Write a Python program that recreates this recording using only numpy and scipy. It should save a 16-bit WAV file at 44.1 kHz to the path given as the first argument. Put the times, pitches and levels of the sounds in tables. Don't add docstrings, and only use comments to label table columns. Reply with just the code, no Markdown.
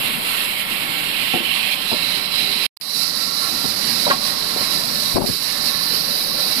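import sys
import numpy as np
from scipy import signal
from scipy.fft import rfft, irfft
from scipy.io import wavfile
from scipy.ndimage import uniform_filter1d

SR = 44100
rng = np.random.default_rng(int(sys.argv[2]) if len(sys.argv) > 2 else 0)


def log_audio(samples):
    frames = np.atleast_2d(samples).T
    limited = np.clip(frames, -1, 1)
    pcm = np.round(limited * 32767).astype(np.int16)
    wavfile.write(sys.argv[1], SR, pcm)


def voltage_ratio(level):
    return 10 ** (np.asarray(level, float) / 20)


N = 291060
T = np.arange(N) / SR

# pitch_hz, level_db (per Hz)
BODY_RIGHT = [(20, -8), (90, -9), (150, -2.5), (230, 1), (400, -3), (1100, 4), (1900, -1.5), (2300, -11.5)]
RASP = [
    [(1500, -19.5), (1900, -7.5), (2200, -2.5), (2750, 1.5), (3300, -1.5), (3700, -4), (4200, -29)],
    [(1500, -30.5), (1900, -4.5), (2300, -2.5), (2800, -2), (3300, -2.5), (3700, 1.5), (4200, -38)],
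]
WHINE = [
    [(3650, -41), (3760, -7), (3900, -3.5), (4100, -4), (4500, -11.5), (5000, -12), (6200, -30.5),
     (6900, -37.5)],
    [(3650, -25), (3760, -8.5), (3900, -3.5), (4300, -2.5), (5000, -4.5), (5600, -8.5), (6200, -20),
     (7300, -24.5)],
]
FIZZ_RIGHT = [(5800, -18.5), (6500, -19), (7200, -10), (8200, -7.5), (10200, -5.5), (10600, 1), (12000, -5),
              (14300, -6)]
# pitch_hz, level_db (per Hz)
BODY_LEFT = [(20, -7.5), (80, -14), (140, -0.5), (230, 1.5), (400, -5), (1100, -3.5), (1500, -21),
             (2200, -35)]
BLADE_LEFT = [(1300, 12), (2200, 13.5), (3300, 6.5), (3750, 10), (4000, 15), (4600, 8.5), (5200, 2),
              (5650, -6.5)]
FIZZ_LEFT = [(5700, -20), (6250, -19), (6800, -9), (7600, -3), (9700, -2.5), (10650, 7), (12000, 4.5),
             (14300, 7)]
# pitch_hz, width_hz, first_scene_db,
# second_scene_db
METAL_RINGS = [(156, 30, 4, 5), (232, 22, 5, 6), (300, 30, 3, 3), (576, 30, 3, 5), (767, 22, 6, 4),
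               (933, 26, 3, 4), (1100, 60, 4, 4), (1356, 16, 5, 6), (1750, 30, 1, 1.5),
               (2181, 24, 6, 3), (2719, 40, 4, 2), (3040, 40, 3, 1), (3266, 50, 3, 1), (4350, 36, 2, 3),
               (3900, 36, 2, 5), (3965, 28, 2, 5), (4030, 28, 2, 4), (4220, 40, 2, 2), (4500, 40, 1, 2),
               (4750, 50, 2, 3), (4890, 28, 1, 4)]
RINGS = METAL_RINGS
# pitch_hz, likeness (0 to 1)
LIKENESS = [(100, 1), (200, 0.95), (800, 0.99), (1300, 0.077), (2200, 0.082), (4000, 0.14), (6000, 0.21),
            (14000, 0.2)]
# start_s, end_s, pitch_hz, width_hz, rise_db
SPELLS = [(0, 1.76, 4362, 36, 7), (1.8, 2.15, 1356, 18, 4), (3.28, 3.55, 1356, 18, 4),
          (3.3, 3.5, 1110, 50, 5), (4.25, 4.7, 1356, 18, 3), (4.75, 5.12, 1750, 30, 4),
          (5.5, 5.92, 1750, 30, 4), (5.9, 6.6, 510, 50, 5), (2.42, 2.66, 400, 30, 7),
          (1.46, 1.82, 1000, 500, 3), (1.87, 2.66, 3980, 160, 4), (.62, .95, 12000, 5000, 2),
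          (4.05, 4.4, 12000, 5000, -2), (2.42, 2.66, 2900, 1200, -2), (1.3, 1.745, 2900, 1000, 2),
          (1.76, 1.87, 3000, 600, 3), (.2, .66, 2800, 900, -2), (1.75, 1.97, 2200, 800, -4),
          (5.7, 6.6, 7400, 2400, -5), (2.8, 6.6, 890, 200, -3.5), (0, .8, 170, 200, -4),
          (6, 6.6, 150, 120, -4), (2.9, 4, 250, 300, 2.5), (.8, 1.46, 1300, 700, 2),
          (5.215, 5.26, 4800, 2000, -3.5), (5.08, 5.45, 11000, 6000, 2.5), (4.09, 4.135, 3100, 1000, 4),
          (5.26, 5.4, 600, 1200, -4), (5.12, 5.36, 6200, 1500, -3), (1.9, 2.66, 5000, 900, 1.5),
          (2.85, 3.7, 1105, 50, 3), (4.095, 4.13, 2500, 700, 4), (5.45, 6.0, 1790, 60, 4)]
# start_db, drift_db_per_s, jump_db
FIRST_LEVELS = [
    (-28, -3, 5),
    (-21.5, 1.22, -2),
    (-26.5, 0.43, 6),
    (-27, -1.18, 2),
    (-32.5, -2.5, 2),
    (-26.5, -3, -3),
]
# level_db, then shares (ratio) of surge, turning, nearness, duck
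SECOND_LEVELS = [
    (-29, 0.86, -0.13, 0.88, 0.33),
    (-28, 1.02, -0.0056, 0.87, 0.25),
    (-17.5, 1.02, 0.052, 0.13, 0.49),
    (-24, 1.33, 0.054, 0.42, 0.31),
    (-32, 0.1, 0.23, 0.72, 1.05),
    (-29.5, 0.24, 0.67, .1, 0.91),
]
# time_s, left_turned_db, near_frame_db
HOLD = [
    (3.0, -12.5, -6),
    (3.35, -15, -3),
    (3.8, -14, 0),
    (4.2, -8, 0.5),
    (4.7, -7.5, 1.5),
    (4.95, 1, -1),
    (5.5, -5.5, -0.5),
    (5.9, -4, -1.5),
    (6.15, 3, -3),
    (6.6, 0.5, 0.5),
]
# time_s, surge_db, half_length_s
SURGES = [(0.0, -2.3, 0.029), (0.06, 3.5, 0.011), (0.167, -2, 0.062), (0.364, 2.5, 0.099),
          (0.52, -1, 0.053), (0.65, -3, 0.028), (0.718, 2.5, 0.027), (0.847, 1, 0.05), (1.116, -0.9, 0.056),
          (1.266, 0, .05), (1.527, 1, 0.074), (1.421, -4.5, 0.013), (1.667, 2, 0.033), (1.992, -2, 0.029),
          (2.163, 2, 0.022), (2.289, -4, 0.035), (2.39, 2, 0.032), (2.486, -2.4, 0.04), (2.998, 4, 0.1),
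          (3.13, -3, 0.019), (2.22, 0.5, .04), (3.246, 1, 0.052), (3.33, -1.5, 0.051), (3.44, 2, 0.043),
          (3.577, -0.9, 0.054), (3.786, -1, .04), (4.303, 2, 0.054), (3.664, 2, 0.027), (3.883, 2.1, 0.09),
          (4.07, 1, 0.042), (4.183, -3.5, 0.047), (4.428, -2, 0.076), (4.6, -0.5, 0.035),
          (4.74, 0.5, 0.079), (4.873, -1, .05), (5.063, -1.5, 0.069), (5.157, -2, 0.035), (5.557, 0, .04),
          (5.76, 1, .04), (6.07, 1, 0.11), (6.508, 3, 0.026), (5.375, -3.5, 0.046), (5.674, 1.0, 0.15),
          (5.946, 3, 0.02), (6.24, -2, 0.048), (6.35, -1, 0.03), (6.543, -1.5, 0.051)]
# start_s, port (0 left, 1 right), depth_db, hold_s, recovery_s
DUCKS = [
    (1.742, 1, 7, 0.031, 0.037),
    (1.745, 0, -0.5, .14, .05),
    (2.726, 1, 21, 0.11, 0.08),
    (2.73, 0, 11.5, 0.099, 0.081),
    (4.132, 0, 1, 0.14, 0.045),
    (4.2, 1, 0.5, 0.25, 0.014),
    (5.16, 0, 6, 0.016, .02),
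    (5.178, 0, 18, 0.064, 0.14),
]
# start_s, left_peak_db, low_mode_hz, high_mode_hz, decay_60db_s
KNOCKS = [(1.3366, -14, 270, 775, 0.091), (1.3394, -14.5, 768, 518, .09), (1.349, -12, 288, 760, .06),
          (1.358, -14.5, 350, 714, 0.05), (1.364, -20, 340, 250, 0.039), (1.376, -16.5, 325, 220, .12),
          (1.403, -19, 338, 240, 0.12), (1.43, -27, 284, 507, .1), (1.552, -24, 1100, 1163, 0.19),
          (1.9152, -17, 670, 880, 0.04), (1.919, -17, 232, 653, 0.076), (1.9278, -17.5, 235, 347, 0.08),
          (1.929, -16.5, 924, 486, 0.058), (1.938, -20, 297, 608, 0.15), (3.6421, -15.5, 292, 760, 0.077),
          (3.653, -15.5, 216, 420, 0.072), (3.668, -28, 225, 342, 0.066), (4.066, -9, 607, 946, 0.09),
          (4.078, -12, 580, 760, 0.057), (4.088, -15, 636, 755, 0.032), (4.098, -18, 1390, 1910, 0.036),
          (4.1023, -6, 563, 1420, 0.034), (4.107, -7.5, 1610, 1900, 0.025),
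          (4.1115, -6.5, 1080, 1105, 0.09), (4.116, -11.5, 1076, 2000, 0.054),
          (4.121, -19, 936, 1390, 0.037), (4.131, -16, 760, 295, 0.16), (4.562, -16, 428, 590, 0.033),
          (4.573, -21, 704, 560, .05), (4.61, -18, 222, 515, 0.061), (1.34, -19.5, 165, 277, .08),
          (1.418, -24.5, 310, 414, .14), (3.68, -24, 202, 215, .12), (4.078, -15.5, 254, 750, 0.067)]
# start_s, peak_db, low_mode_hz, high_mode_hz, decay_60db_s
TUMBLE_LEFT = [(5.145, -15, 55.4, 100, 0.089), (5.2, -27, 36, 79, 0.66), (5.155, -11, 199, 420, 0.031),
               (5.16, -4.5, 304, 643, 0.025), (5.167, -5, 603, 1020, 0.018), (5.173, -7, 646, 300, .03),
               (5.182, -2.5, 360, 700, 0.017), (5.196, -15, 256, 497, 0.055), (5.207, -13, 282, 590, 0.071),
               (5.214, -17, 890, 400, 0.016), (5.2191, -5.5, 231, 830, 0.029),
               (5.229, -17, 790, 1060, 0.023), (5.241, -7, 264, 567, 0.024),
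               (5.251, -13.5, 372, 700, 0.034), (5.276, -19, 392, 200, 0.04),
               (5.2896, -11.5, 260, 383, 0.034), (5.298, -11, 185, 300, .05),
               (5.329, -23.5, 145, 330, 0.15), (5.349, -25, 330, 180, .05)]
TUMBLE_RIGHT = [
    (5.148, -31, 300, 520, .03),
    (5.158, -13, 254, 555, 0.025),
    (5.165, -16, 330, 700, 0.022),
    (5.192, -23, 230, 400, .07),
    (5.219, -26, 330, 494, 0.038),
    (5.234, -19, 380, 250, 0.02),
    (5.262, -35, 330, 705, .03),
    (5.273, -19, 230, 507, 0.023),
    (5.285, -23, 250, 330, .08),
]
# start_s, end_s, pitch_hz, level_db
SINGS = [(0, 1.8, 1356, -47), (1.8, 2.15, 1356, -44), (2.15, 2.66, 1356, -48), (2.85, 3.2, 1357, -46),
         (3.15, 3.75, 1357, -41), (3.8, 5.17, 1356, -46), (5.27, 5.6, 1356, -46), (5.6, 6.6, 1356, -49),
         (2.9, 3.6, 1324, -48), (3.25, 3.5, 1118, -42), (3.3, 3.55, 1076, -46), (4.2, 4.75, 1065, -46),
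         (3.35, 3.55, 1725, -44), (4.4, 5.15, 1748, -44), (5.45, 5.98, 1735, -42), (6.0, 6.5, 1733, -46),
         (.25, 1.76, 4364, -40), (.4, .8, 2194, -41), (1.2, 1.75, 2180, -41), (2.4, 2.66, 398, -44),
         (5.4, 5.75, 581, -46), (6.0, 6.6, 581, -46), (6.0, 6.6, 525, -46), (5.6, 6.6, 161, -47),
         (5.3, 5.75, 2088, -44), (5.9, 6.5, 236, -47), (4.5, 5.12, 157, -46), (3.7, 4.6, 232, -46),
         (5.3, 6.4, 1090, -48)]
# pitch_hz, step_db
ROUNDING_STEP = [(900, -14), (1200, -8), (1700, 1), (2500, 7.5), (4300, 5.5), (7000, 5), (10500, 5),
                 (14000, 5)]

CHANGE_S = 2.73
STOP_S, RETURN_S = 2.6655, (2.8005, 2.8115)
SCRAP_S = (2.7685, 2.7725)
BASS_BACK_S = 3.04
CLEARS_S, CLEARING_S = 1.78, 0.091
DIP_S, DIP_DB = (5.178, 5.261), -7.5
WHEEL_HZ, WHEEL_DB = 16.1, -13
RIGHT_KNOCK_DB, RIGHT_DB_PER_OCTAVE = -8, 1
PATCHES = 34
STEP_LEFT_DB, STEP_OVER_BAND_DB, STEP_SPREAD_DB = -2.5, 13, 2.5
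EDGE_HZ = 14400


def evened(x):
    return x / np.sqrt(np.mean(x ** 2) + 1e-20)


def read(points, hz):
    f, value = np.transpose(points)
    return np.interp(np.log(hz + 1), np.log(f + 1), value)


def power(points, hz):
    inside = (hz <= points[-1][0]) * (hz >= points[0][0])
    p = voltage_ratio(2 * read(points, hz)) * inside
    return (p / p.sum())[:, None]


def flicker(hz):
    z = rfft(rng.standard_normal(N))
    slow = 1 / np.sqrt(1 + (np.fft.rfftfreq(N, 1 / SR) / hz) ** 4)
    return evened(irfft(z * slow, N))


def peaks(hz, centre_hz, width_hz):
    return 1 / (1 + (2 * (hz[:, None] - centre_hz) / width_hz) ** 2)


def add(mix, s, sound):
    part = mix[round(s * SR):][:len(sound)]
    part += sound[:len(part)]


def levels(t):
    start, drift, jump = np.transpose(FIRST_LEVELS)[:, :, None]
    first = start + drift * np.minimum(t, CLEARS_S)
    first = first + jump / (1 + np.exp(-(t - CLEARS_S) / CLEARING_S))
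    second, surge, turn, near, duck = np.transpose(SECOND_LEVELS)[:, :, None]
    at, turned_db, near_db = np.transpose(HOLD)
    second = second + turn * np.interp(t, at, turned_db) + near * np.interp(t, at, near_db)
    surges_db = sum(db * np.exp(-((t - s) / half) ** 2) for s, db, half in SURGES)
    ducks_db = np.zeros((2, len(t)))
    for s, port, db, hold, back in DUCKS:
        ducks_db[round(port)] += db * (t > s) * np.exp(-(t - s - hold).clip(0) / back)
    layer_ports = [1, 1, 1, 1, 0, 0]
    return np.where(t > CHANGE_S, second, first) + surge * surges_db - duck * ducks_db[layer_ports]


def shop(x):
    t = np.arange(12000) / SR
    tail = rng.standard_normal((2, 12000)) * voltage_ratio(-60 * t / 0.08) * (t > .006)
    return signal.fftconvolve(x, tail / np.linalg.norm(tail[0]), axes=1)[:, :N]


def knock(low_hz, high_hz, t60, chance):
    t = np.arange(9000) / SR
    weak_hz = low_hz * np.geomspace(.6, 4.6, 14) * (1 + .1 * chance[:14])
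    weak_db = -11.5 - 4.5 * abs(np.log2(weak_hz / low_hz)) + 2.5 * chance[14:28]
    hz = np.r_[low_hz, high_hz, weak_hz][:, None]
    db = np.r_[0, -1.5, weak_db][:, None]
    ring_s = t60 * np.minimum(1, (high_hz / hz) ** 0.64) * np.where(db < -2, .65, 1)
    modes = voltage_ratio(db - 60 * t / ring_s) * np.sin(2 * np.pi * hz * t) * (1 - np.exp(-t / 0.0005))
    gaps = 70 + np.minimum(40 * abs(chance[28:]), 45)
    rattle = np.zeros(1300)
    taps = .55 * chance[28:] * voltage_ratio(-2.2 * np.arange(11))
    rattle[np.cumsum(np.r_[0, gaps]).astype(int)] = np.r_[1, taps]
    x = modes[:2].sum(0) + signal.oaconvolve(modes[2:].sum(0), rattle)[:len(t)]
    x = signal.sosfilt(signal.butter(2, 0.5 * low_hz, "high", fs=SR, output="sos"), x)
    return -x / abs(x).max()


def planks():
    out = np.zeros((2, N))
    thin = signal.butter(1, 450, "high", fs=SR)
    spots = rng.standard_normal((PATCHES, 39))
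    for (s, db, *body), chance in zip(KNOCKS, spots):
        sound = voltage_ratio(db) * knock(*body, chance)
        add(out[0], s + 8 / SR, sound)
        right_db = RIGHT_KNOCK_DB + 8.0 + RIGHT_DB_PER_OCTAVE * np.log2(body[0] / 260)
        add(out[1], s, voltage_ratio(right_db) * signal.lfilter(*thin, sound))
    for port, hits in zip(out, (TUMBLE_LEFT, TUMBLE_RIGHT)):
        for (s, db, *body), chance in zip(hits, spots[::-1]):
            add(port, s, voltage_ratio(db) * knock(*body, chance))
    return out


def bearing():
    wander, out = flicker(hz=7.9), np.zeros(N)
    for t0, t1, hz, db in SINGS:
        span = slice(round(t0 * SR), round(t1 * SR))
        swell = np.hanning(span.stop - span.start) ** .3 * voltage_ratio(4 * wander[::-1][span] - 2)
        phase = 2 * np.pi * np.cumsum(hz * (1 + .0025 * wander[span])) / SR
        out[span] += voltage_ratio(db + 4.5) * swell * np.sin(phase)
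    shade = signal.butter(2, 2000, fs=SR)
    return np.array([voltage_ratio(-3.0) * signal.lfilter(*shade, out), out])


def wheel():
    on = np.where((T > STOP_S) & (T < BASS_BACK_S), voltage_ratio(-26.5), 1)
    coarse = T[::512]
    level_db = np.interp(T, coarse, levels(coarse)[4]) + WHEEL_DB
    return np.array([[1], [.2]]) * on * voltage_ratio(level_db) * np.sin(2 * np.pi * WHEEL_HZ * T)


def saw_colours(t, hz):
    late = t > CHANGE_S
    *right, low, high = voltage_ratio(2 * levels(t))
    rasp, whine = (np.where(late, power(s[1], hz), power(s[0], hz)) for s in (RASP, WHINE))
    body_left = power(BODY_LEFT, hz) * low * voltage_ratio(5.0)
    body_right = power(BODY_RIGHT, hz) * right[0] * voltage_ratio(-6.5)
    body_right = body_right * np.where(late, 1, voltage_ratio(-6 / (1 + (hz[:, None] / 600) ** 2)))
    blade_left = power(BLADE_LEFT, hz) * low ** 0.58 * high ** .4 * voltage_ratio(np.where(late, -9, -6))
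    blade_left = blade_left + power(FIZZ_LEFT, hz) * high
    blade_right = rasp * right[1] + whine * right[2] + power(FIZZ_RIGHT, hz) * right[3]
    bass_cut = np.where((hz[:, None] < 110) & late & (t < BASS_BACK_S), voltage_ratio(-13), 1)
    return np.array([body_left, body_right]) * bass_cut ** 2, np.array([blade_left, blade_right])


def saw_rings(t, hz):
    waver = evened(uniform_filter1d(rng.standard_normal((len(t), len(RINGS))), 14, 0))
    f, width, one, two = np.transpose(RINGS)
    rise_db = np.where(t[:, None] > CHANGE_S, two, one) * (1 + 0.5 * waver)
    rings_db = peaks(hz, f, width) @ rise_db.T
    t0, t1, f, width, db = np.transpose(SPELLS)
    active = (t[:, None] > t0) * (t[:, None] < t1)
    rings_db = rings_db + peaks(hz, f, width) @ (db * active).T
    return rings_db * np.array([.65, 1])[:, None, None]


def saw():
    frames, hz = N // 512 + 5, np.fft.rfftfreq(2048, 1 / SR)
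    t = np.arange(frames) * 512 / SR
    a, b, c, d, patches = rng.standard_normal((frames, 1025, 5)).T
    patches = evened(uniform_filter1d(uniform_filter1d(patches, 16, 0), 8, 1))
    same = np.clip(read(LIKENESS, hz)[:, None] * np.where(t > CHANGE_S, .8, 1), -1, 1)
    lag = np.exp(-1j * (0.51 + 2 * np.pi * hz * 9.2 / SR))[:, None]
    right = a + 1j * b
    left = lag * (same * right + np.sqrt(1 - same ** 2) * (c + 1j * d))
    z = np.array([left, right]) * voltage_ratio(saw_rings(t, hz) + 0.9 * patches)
    body, blade = (signal.istft(z * np.sqrt(p), nperseg=2048, noverlap=1536)[1][:, :N]
                   for p in saw_colours(t, hz))
    bite = voltage_ratio(0.5 * flicker(hz=161) + 1.06 * flicker(hz=6.7))
    dipped = 1. * ((T > DIP_S[0]) & (T < DIP_S[1]))
    dip = voltage_ratio(DIP_DB * uniform_filter1d(dipped, size=200))
    return (1.114 * body + 1.151 * blade * bite) * np.array([np.sqrt(dip), dip])


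def scene():
    wood = planks()
    return saw() + wheel() + wood + voltage_ratio(-10.0) * shop(wood) + bearing()


def round_spectrum(x):
    n, k = np.arange(2048)[:, None], np.arange(1024)
    lead, frames = 2048 - 179, N // 1024 + 3
    basis = np.sin(np.pi * (n + .5) / 2048) * np.cos(np.pi / 1024 * (n + 512.5) * (k + .5))
    padded = np.pad(x, ((0, 0), (lead, 4096)))
    starts = 1024 * np.arange(frames)
    slices = padded[:, starts[:, None] + n.T].reshape(-1, 2048)
    c = (slices @ basis).reshape(2, frames, -1)
    band_db = 10 * np.log10((c ** 2).reshape(2, frames, 64, 16).mean(3) + 1e-12)
    band_hz = (np.arange(64) + .5) * SR / 128
    step_db = read(ROUNDING_STEP, band_hz) + np.reshape([STEP_LEFT_DB, 0], (2, 1, 1))
    step_db = np.minimum(step_db, band_db + STEP_OVER_BAND_DB)
    step_db = step_db + STEP_SPREAD_DB * rng.standard_normal(band_db.shape)
    step = np.repeat(voltage_ratio(step_db), 16, axis=2)
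    rounded = np.sign(c) * step * np.floor((abs(c) / step) ** .75 + .4054) ** (4 / 3)
    at_change = abs((starts - lead + 1024) / SR - 2.74) < .11
    kept = np.where(at_change[:, None] | (k < 40), c, rounded).reshape(-1, 1024)
    parts = (kept @ basis.T / 512).reshape(2, frames, -1)
    out = parts[:, 1:, :1024] + parts[:, :-1, 1024:]
    return out.reshape(2, -1)[:, lead - 1024:][:, :N]


def low_pass(x):
    return signal.sosfilt(signal.butter(12, 15600, fs=SR, output="sos"), x)


def record(dry):
    remainder = voltage_ratio(-33 - 1300 * (T - STOP_S).clip(0)) * (T < 2.694)
    gate = np.where(T < STOP_S, 1, remainder)
    gate = gate + voltage_ratio(-7.0) * ((T > SCRAP_S[0]) & (T < SCRAP_S[1]))
    gate = uniform_filter1d(gate + (T > np.array(RETURN_S)[:, None]), size=24, axis=1)
    x = .8 * np.tanh(dry / .8) * gate
    treble_edge = signal.firwin(511, EDGE_HZ, window=("kaiser", 9), fs=SR)
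    x = signal.oaconvolve(x, treble_edge[None], "same")
    x = round_spectrum(x)
    return low_pass(x)


dry = scene()
out = record(dry)
log_audio(out)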